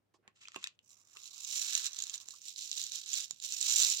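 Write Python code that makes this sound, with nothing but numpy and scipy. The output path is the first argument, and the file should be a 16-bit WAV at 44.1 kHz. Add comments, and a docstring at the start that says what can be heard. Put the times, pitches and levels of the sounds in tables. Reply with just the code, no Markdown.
"""Two hands gather sugar-shelled candies on a cloth-covered table in a small quiet room.
First a wrapped packet is nudged aside: it crackles and knocks on the table. From 0.8 s the hands sweep
the candies together, grinding them softly over the cloth, then scoop them up and tip them from palm to
palm. Hundreds of tiny shell contacts swell and ebb with the hands, and hard clacks stand out, loudest
near the end. The right microphone is nearer."""
import sys
import numpy as np
from scipy import signal
from scipy.io import wavfile
from scipy.ndimage import uniform_filter1d

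SR = 44100
rng = np.random.default_rng(int(sys.argv[2]) if len(sys.argv) > 2 else 0)


def put_to_file(sound):
    """Save the sound as 16-bit audio at rate SR, in the file named by the first command-line argument."""
    columns = np.atleast_2d(sound).T  # one column per channel
    safe = np.clip(columns, -1, 1)
    whole_steps = np.round(safe * 32767)
    wavfile.write(sys.argv[1], SR, whole_steps.astype(np.int16))


N = 176400


def amp(db):
    """Decibels to gain."""
    return 10 ** (np.asarray(db) / 20)


def unit(x):
    """Scales to rms 1."""
    return x / np.sqrt(np.mean(x ** 2) + 1e-20)


def sized(hit, db):
    """Scales a click so that its right-channel energy, spread over 3 ms, has the given level."""
    return amp(db) * hit / np.sqrt((hit[1] ** 2).sum() / (0.003 * SR))


def at_hz(points, hz):
    """Interpolates a table on a log-frequency axis."""
    freqs, values = np.transpose(points)
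    return np.interp(np.log(hz + 1), np.log(freqs), values)


def follow(points):
    """Every column of a time curve, sample by sample."""
    times, *columns = np.transpose(points)
    return [np.interp(np.arange(N) / SR, times, column) for column in columns]


def add(mix, start_s, sound):
    """Mixes a stereo sound in."""
    part = mix[:, round(start_s * SR):][:, :sound.shape[1]]
    part += sound[:, :part.shape[1]]


def colour(x, spectrum, size=2048):
    """Minimum-phase filter: clicks keep their sharp front."""
    log_gain = np.log(amp(at_hz(spectrum, abs(np.fft.fftfreq(size, 1 / SR)))))
    taps = np.fft.ifft(np.exp(np.conj(signal.hilbert(log_gain)))).real[:size // 2]
    return signal.oaconvolve(x, taps[None], axes=1)[:, :x.shape[1]]


def band(x, lo_hz, hi_hz):
    """Zero-phase band-pass."""
    sos = signal.butter(2, [lo_hz, min(hi_hz, SR / 2.1)], "band", fs=SR, output="sos")
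    return signal.sosfiltfilt(sos, x, padtype=None)


def resonate(x, hz, width_hz):
    """One resonance of gain 1."""
    return signal.lfilter(*signal.iirpeak(hz, hz / width_hz, SR), x)


def contact(echo_db=-5, ring_share=0.28, size=900, modes=7):
    """One collision at both microphones: a tick, brief modes of random pitch, and close echoes."""
    tick_s, ring_t60_s, echo_t60_s, coherence = 0.00011, 0.016, 0.03, 0.79
    t = np.arange(size) / SR
    rise = 1 - np.exp(-(t / (2 * tick_s)) ** 2)
    ticks, echoes = rng.standard_normal((2, 2, size))
    ticks = ticks * (t / tick_s) ** 2 * np.exp(-t / tick_s)
    echoes = echoes * rise * amp(-60 * t / echo_t60_s)
    mode_hz = rng.uniform(1064, 15676, (modes, 1))
    tones = np.sin(2 * np.pi * (mode_hz * t + rng.random((2, modes, 1))))
    rings = rise * tones.sum(1) * amp(-60 * t / ring_t60_s)
    near, unrelated = [
        np.sqrt(1 - ring_share) * unit(tick) + np.sqrt(ring_share) * unit(ring)
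        + amp(echo_db) * unit(echo) for tick, ring, echo in zip(ticks, rings, echoes)]
    far = coherence * near + np.sqrt(1 - coherence ** 2) * unrelated
    lag_s = max(rng.normal(0.00019, 0.00005), 0)
    return np.array([np.pad(far, (round(lag_s * SR), 0))[:size], near])


def chatter(max_gap_s=0.0038, graze=0.59, rebound=0.42):
    """A light contact: surfaces graze, meet, and touch once more."""
    x = np.zeros((2, 1400))
    for start_s, gain in zip(np.cumsum(rng.uniform(0, max_gap_s, 3)), [graze, 1, rebound]):
        add(x, start_s, gain * contact())
    return x


def shower(per_s, spread_db=5, shape_count=160):
    """Random light contacts of uneven size, with a steady mean power."""
    onsets = rng.random(N) < per_s / SR
    gains = onsets * amp(spread_db * np.minimum(rng.standard_normal(N), 2))
    gains /= np.sqrt(abs(uniform_filter1d(gains ** 2, size=1100)) + 1e-4)
    choice = rng.integers(0, shape_count, N)
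    shapes = [chatter() for _ in range(shape_count)]
    x = np.zeros((2, N))
    for i in np.flatnonzero(gains):
        add(x, i / SR, gains[i] * shapes[choice[i]])
    return x


# Each row: frequency in Hz, T60 in seconds.
ROOM_DECAY = [(200, 0.16), (1000, 0.15), (3000, 0.16), (6000, 0.12), (15000, 0.026)]

def room(x, tail_db=-15, build_s=0.0027):
    """Adds the room's short tail; the treble dies first."""
    size = SR // 2
    noise = rng.standard_normal((2, size)) * np.minimum(np.arange(size) / SR / build_s, 1)
    hz, t, bins = signal.stft(noise, SR, nperseg=256)
    decay = amp(-60 * t / at_hz(ROOM_DECAY, hz)[:, None])
    tail = signal.istft(bins * decay, SR, nperseg=256)[1]
    return x + amp(tail_db) * signal.oaconvolve(x, tail / np.linalg.norm(tail[0]), axes=1)[:, :N]


# Each row: frequency in Hz, gain in dB.
AIR_SPECTRUM = [(25, -10), (55, -7.5), (130, 1.5), (250, -0.5), (600, -6.5), (1500, -14), (5000, -23.5),
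                (15000, -31)]

def air(noise_db=-83, hum_hz=102, hum_db=-89):
    """Faint room noise and a low, wavering hum."""
    left, right, both = rng.standard_normal((3, N))
    noise = unit(colour(np.array([left, right]) + 0.34 * both, AIR_SPECTRUM))
    waver = unit(band(rng.standard_normal(N), 0.58 * hum_hz, 0.87 * hum_hz))
    hum = unit(np.sin(2 * np.pi * hum_hz * np.arange(N) / SR) + 0.15 * waver)
    return amp(noise_db) * noise + amp(hum_db) * hum


# Each row: start in seconds, length in seconds, relative level in dB, centre in Hz, relative width.
BRUSHES = [(.138, 0.042, -74.5, 4460, 0.79), (0.14, 0.04, -74, 900, 0.43), (0.187, 0.033, -77.5, 396, 0.31),
           (.227, 0.11, -75.5, 750, 2.1), (1.15, 0.031, -61, 1170, 0.22), (1.161, 0.023, -75.5, 397, 0.37),
           (2.334, .025, -64, 1180, 0.18), (3.328, 0.034, -71.5, 180, 0.31), (3.686, 0.021, -60, 795, 0.46)]

def hands():
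    """Skin brushes cloth and candies: soft scuffs that rise quickly and fade."""
    x = np.zeros((2, N))
    for start_s, length_s, db, hz, width in BRUSHES:
        progress = np.arange(round(length_s * SR)) / (length_s * SR)
        envelope = np.sin(np.pi * np.sqrt(progress))
        noise = band(rng.standard_normal((3, SR // 4)), hz / (1 + width), hz * (1 + width))
        left, right, both = noise[:, -len(progress) - 2000:-2000]  # clear of the filter's edges
        scuff = unit(np.array([left, right]) + 1.4 * both) * envelope
        add(x, start_s, amp(db) * scuff * amp([[-2.5], [1.5]]))
    return room(x)


# Heap sliding on the cloth. Each row: time in seconds, relative level in dB.
PUSH_LEVEL = [(.8, -110), (.92, -80), (1.1, -85), (1.2, -76.5), (1.4, -72.5), (1.7, -73), (2.0, -73),
              (2.25, -73), (2.45, -110)]
# Each row: frequency in Hz, gain in dB.
GRIND_SPECTRUM = [(100, -19), (500, -16.5), (850, -7.5), (1150, -0.5), (1400, -6.5), (1750, -15.5),
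                  (2300, -6), (5000, -38)]

def scrape():
    """The pushed heap grinds softly over the cloth, sounding the table top."""
    grind = unit(colour(shower(per_s=900), GRIND_SPECTRUM)) * amp(follow(PUSH_LEVEL)[0])
    return room(grind * amp([[-2], [1]]))


# Each row: frequency in Hz, relative level in dB, T60 in seconds.
TABLE_MODES = [(198, -9.5, 0.13), (279, -12.5, 0.06), (375, -6, 0.065), (493, -4, 0.037), (777, -4, 0.048),
               (930, -2, 0.044), (1086, -0.5, 0.1), (1214, -11, 0.099), (1770, -6, 0.022),
               (2510, -8, 0.062)]
# Each row: frequency in Hz, gain in dB.
THUD_SPECTRUM = [(80, -4), (220, 7), (1100, -3), (2800, -0.5), (4000, -20.5), (8000, -18), (14000, -27)]

def knock(thud_s=0.0063, thud_db=2, ring_db=-6):
    """The packet hits the table: a thud and the ringing top, to the right."""
    t = np.arange(SR // 4) / SR
    ring = sum((-1) ** k * amp(db - 60 * t / t60_s) * np.sin(2 * np.pi * hz * t)
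               for k, (hz, db, t60_s) in enumerate(TABLE_MODES))
    thud = colour(rng.standard_normal((1, len(t))) * np.exp(-t / thud_s), THUD_SPECTRUM)
    return (amp(ring_db) * ring + amp(thud_db) * thud / abs(thud).max()) * amp([[-6], [0]])


# Each row: frequency in Hz, gain in dB.
WRAPPER_SPECTRUM = [(100, -35), (700, -26.5), (1000, -9.5), (1230, -4.5), (1550, -8), (2600, 0.5),
                    (3800, -1.5), (5000, -5), (7300, -1), (9500, -23), (15500, -32)]
# Each row: time in seconds, relative level in dB.
SLIDE_LEVEL = [(.34, -93), (.362, -64.5), (.4, -70), (.42, -52), (.46, -60), (.51, -69), (.55, -54.5),
               (0.611, -59), (.642, -48), (.68, -61), (.71, -79), (.76, -82)]
# Each row: start in seconds, relative crack and ring levels in dB, ring pitch in Hz.
WRAPPER_SNAPS = [(0.2776, -57.5, -55, 1780), (0.454, -62, -49, 2500), (.474, -59, -51.5, 3270),
                 (0.4843, -45.5, -55.5, 1230), (0.5193, -54, -62, 1810), (0.5452, -52, -50, 1200),
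                 (0.5612, -42, -37, 2720), (.629, -52, -57, 4300), (0.641, -39, -42, 2480),
                 (0.6416, -37.5, -38.5, 3760), (.663, -64, -50.5, 1800), (0.6723, -39.5, -51, 2600),
                 (0.7906, -62, -61.5, 2950), (1.165, -64, -53.5, 1140), (1.1701, -50, -52, 2680)]
# Each row: start in seconds, relative level in dB.
KNOCKS = [(0.142, -62), (0.277, -56), (0.559, -37.5)]

def packet(slide_gain_db=-4, crack_gain_db=1.5):
    """The wrapper crinkles and snaps as the packet slides and knocks on the table."""
    t = np.arange(N) / SR
    sliding = (t > SLIDE_LEVEL[0][0]) & (t < SLIDE_LEVEL[-1][0])
    crinkle = unit(colour(shower(per_s=1500), WRAPPER_SPECTRUM))
    x = crinkle * amp(follow(SLIDE_LEVEL)[0] + slide_gain_db) * sliding
    for start_s, crack_db, ring_db, hz in WRAPPER_SNAPS:
        tick = colour(contact(echo_db=-12.5, ring_share=0), WRAPPER_SPECTRUM)
        crack = sized(tick, crack_db + crack_gain_db)
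        add(x, start_s, crack + sized(resonate(crack, hz, width_hz=174), ring_db))
    for start_s, db in KNOCKS:
        add(x, start_s, amp(db) * knock())
    return room(x * amp([[-0.8], [0.6]]))


# Shell contact. Each row: frequency in Hz, gain in dB.
SHELL_SPECTRUM = [(100, -38), (300, -37.5), (700, -35), (1200, -26), (2000, -21.5), (2700, -10),
                  (3300, -10), (3900, -3.5), (4700, -7.5), (5800, -0.5), (6350, -3.5), (6900, .5),
                  (7350, 0), (8000, -10), (9500, -23.5), (11000, -22), (12000, -16.5), (13000, -24.5),
                  (15500, -20.5)]
# Each row: time in seconds, relative rattle level in dB.
STIR_LEVEL = [(0.813, -79.5), (0.828, -73.5), (0.843, -67), (0.918, -54.5), (0.968, -60.5), (1.013, -59),
              (1.028, -66.5), (1.142, -56), (1.167, -50.5), (1.217, -51), (1.272, -44), (1.297, -50.5),
              (1.402, -43.5), (1.432, -42.5), (1.571, -29), (1.601, -33.5), (1.626, -29.5), (1.656, -35),
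              (1.771, -30), (1.821, -38.5), (1.871, -33), (1.891, -49), (1.956, -45), (1.976, -43.5),
              (2.13, -46.5), (2.145, -34), (2.19, -63), (2.21, -45), (2.245, -57.5), (2.315, -47),
              (2.41, -54.5), (2.484, -39.5), (2.559, -56.5), (2.569, -41), (2.654, -40.5), (2.714, -46.5),
              (2.779, -34), (2.903, -45.5), (2.948, -37), (3.058, -50.5), (3.068, -43.5), (3.178, -31),
              (3.253, -40.5), (3.273, -54), (3.312, -56), (3.335, -56), (3.412, -59), (3.417, -44),
              (3.457, -33), (3.472, -40), (3.537, -34.5), (3.582, -37), (3.717, -24), (3.745, -28),
              (3.815, -21.5), (3.885, -27), (3.931, -27), (3.971, -38), (3.996, -34.5)]
# Space around the heap. Each row: time in seconds, relative hollow and low ring levels in dB.
CUP_RESONANCE = [(0.85, -15.5, -44), (1.1, -8, -8), (1.3, -3, -40), (1.55, -7, -21.5), (1.75, -3, -14),
                 (2.0, -2, -11), (2.3, -5, -20), (2.42, -6, -26), (2.52, -2, -29.5), (2.8, -2, -21.5),
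                 (3.0, 0.5, -19), (3.15, -2.5, -17.5), (3.45, -4, -24.5), (3.65, -3.5, -22),
                 (3.83, -7.5, -21.5), (4.0, -0.5, -25)]

def rattle(gain_db=-2, hollow_gain_db=5, low_gain_db=22, rate_doubling_db=20):
    """The stirred heap rattles faster as it gets louder; cupped hands make it ring hollower."""
    level_db, = follow(STIR_LEVEL)
    hollow_db, low_db = follow(CUP_RESONANCE)
    contacts_per_s = 800 * 2 ** ((level_db + 38.5) / rate_doubling_db)
    shells = unit(colour(shower(contacts_per_s), SHELL_SPECTRUM))
    hollow = (amp(hollow_db + hollow_gain_db) - 1) * band(shells, 2870, 5100)
    low = (amp(low_db + low_gain_db) - 1) * band(shells, 1030, 1930)
    stirring = np.arange(N) / SR > STIR_LEVEL[0][0]
    return (shells + hollow + low) * amp(level_db + gain_db) * stirring


# Each row: start in seconds, ping level in dB, hollow ring level in dB.
CLACKS = [(0.9057, -53.5, -74), (1.2343, -43.5, -57.5), (1.4478, -34.5, -47), (1.7519, -20.5, -36.5),
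          (1.844, -31.5, -37), (1.8575, -34, -41), (1.8655, -27, -42), (1.9322, -38, -55),
          (1.9465, -48, -48), (1.9667, -45, -46), (1.9884, -31.5, -41.0), (1.9914, -39, -42),
          (2.0027, -35, -37), (2.023, -27.5, -44), (2.0386, -36, -35), (2.0686, -37, -49),
          (2.0967, -35, -37.5), (2.1409, -34.5, -38.5), (2.1577, -39, -42), (2.179, -41, -47.0),
          (2.202, -45, -56), (2.286, -36, -52), (2.3074, -41.5, -47.5), (2.4176, -45, -58),
          (2.4853, -40, -52), (2.561, -54, -39), (2.5904, -40, -41), (2.6275, -46, -41),
          (2.715, -42.5, -28), (2.7285, -38, -34), (2.776, -45, -34), (2.7812, -37, -42),
          (2.8154, -32, -36), (2.839, -31, -48), (2.8668, -34.5, -43.5), (2.92, -32.5, -46),
          (2.9578, -32.5, -48), (3.0606, -38.5, -54), (3.09, -36, -44.5), (3.132, -25.5, -35.5),
          (3.1396, -25.5, -44), (3.1746, -32, -51), (3.3092, -28.5, -36), (3.4006, -43, -47),
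          (3.424, -37, -49), (3.448, -36, -38), (3.523, -30, -41), (3.6129, -22.5, -40.0),
          (3.6276, -25.5, -34), (3.7314, -26, -39), (3.7598, -21, -38), (3.764, -19.5, -35),
          (3.778, -28, -39), (3.7841, -23, -40), (3.7943, -23, -41), (3.8004, -23.5, -41),
          (3.8179, -20.5, -40), (3.8242, -26, -30), (3.8336, -27, -24.5), (3.8478, -21.5, -28.5),
          (3.9011, -21, -36), (3.9155, -32, -36), (3.9715, -29, -40.5)]

def clacks(tick_db=-13.5, graze_db=-17, max_lead_s=0.0037):
    """Hard collisions: a light graze, then a bright ping of its own pitch over a hollow ring."""
    x = np.zeros((2, N))
    for start_s, ping_db, hollow_db in CLACKS:
        tick = colour(contact(echo_db=-21, ring_share=0.08), SHELL_SPECTRUM)
        ping = resonate(tick, hz=rng.normal(6760, 570), width_hz=650) + amp(tick_db) * tick
        hollow = resonate(tick, hz=3970, width_hz=1200)
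        add(x, start_s, sized(ping, ping_db) + sized(hollow, hollow_db))
        lead_s = max_lead_s * rng.uniform(0.4, 1.0)
        graze = colour(contact(), SHELL_SPECTRUM)
        add(x, start_s - lead_s, sized(graze, ping_db + graze_db))
    return x


# Each row: frequency in Hz, gain in dB.
PALM_SPECTRUM = [(60, -18), (200, -2), (900, 2.5), (2000, -1), (4000, -34), (12000, -45)]
# Each row: start in seconds, level in dB.
PALM_DROPS = [(2.2859, -60.5), (3.3099, -53)]

def palm_taps():
    """Single candies drop into the palm with a dull tap."""
    x = np.zeros((2, N))
    tap = colour(np.array([signal.unit_impulse(700)] * 2), PALM_SPECTRUM)
    for start_s, db in PALM_DROPS:
        add(x, start_s, sized(tap, db))
    return x


# Left microphone against the right. Each row: frequency in Hz, gain in dB.
FAR_SIDE = [(200, 2.5), (1200, -7), (2700, -5), (4200, -6.5), (5800, -8.5), (7100, -14), (8800, 2),
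            (10000, -0.5), (12000, -6), (15500, -10.5)]

def candies():
    """The handled candies in the room, weaker at the farther, left microphone."""
    x = room(rattle() + clacks() + palm_taps(), tail_db=-14)
    return np.vstack([colour(x[:1], FAR_SIDE), x[1:]])


def scene():
    """Everything on the table, in the quiet room."""
    return candies() + scrape() + packet() + hands() + air()


def record(dry, low_hz=45, high_hz=15950):
    """Bass cut and band limit."""
    bass_cut = signal.butter(2, low_hz, "high", fs=SR, output="sos")
    band_limit = signal.firwin(511, high_hz, window=("kaiser", 9), fs=SR)
    return signal.oaconvolve(signal.sosfilt(bass_cut, dry), band_limit[None], "same")


dry = scene()
out = record(dry)
put_to_file(out)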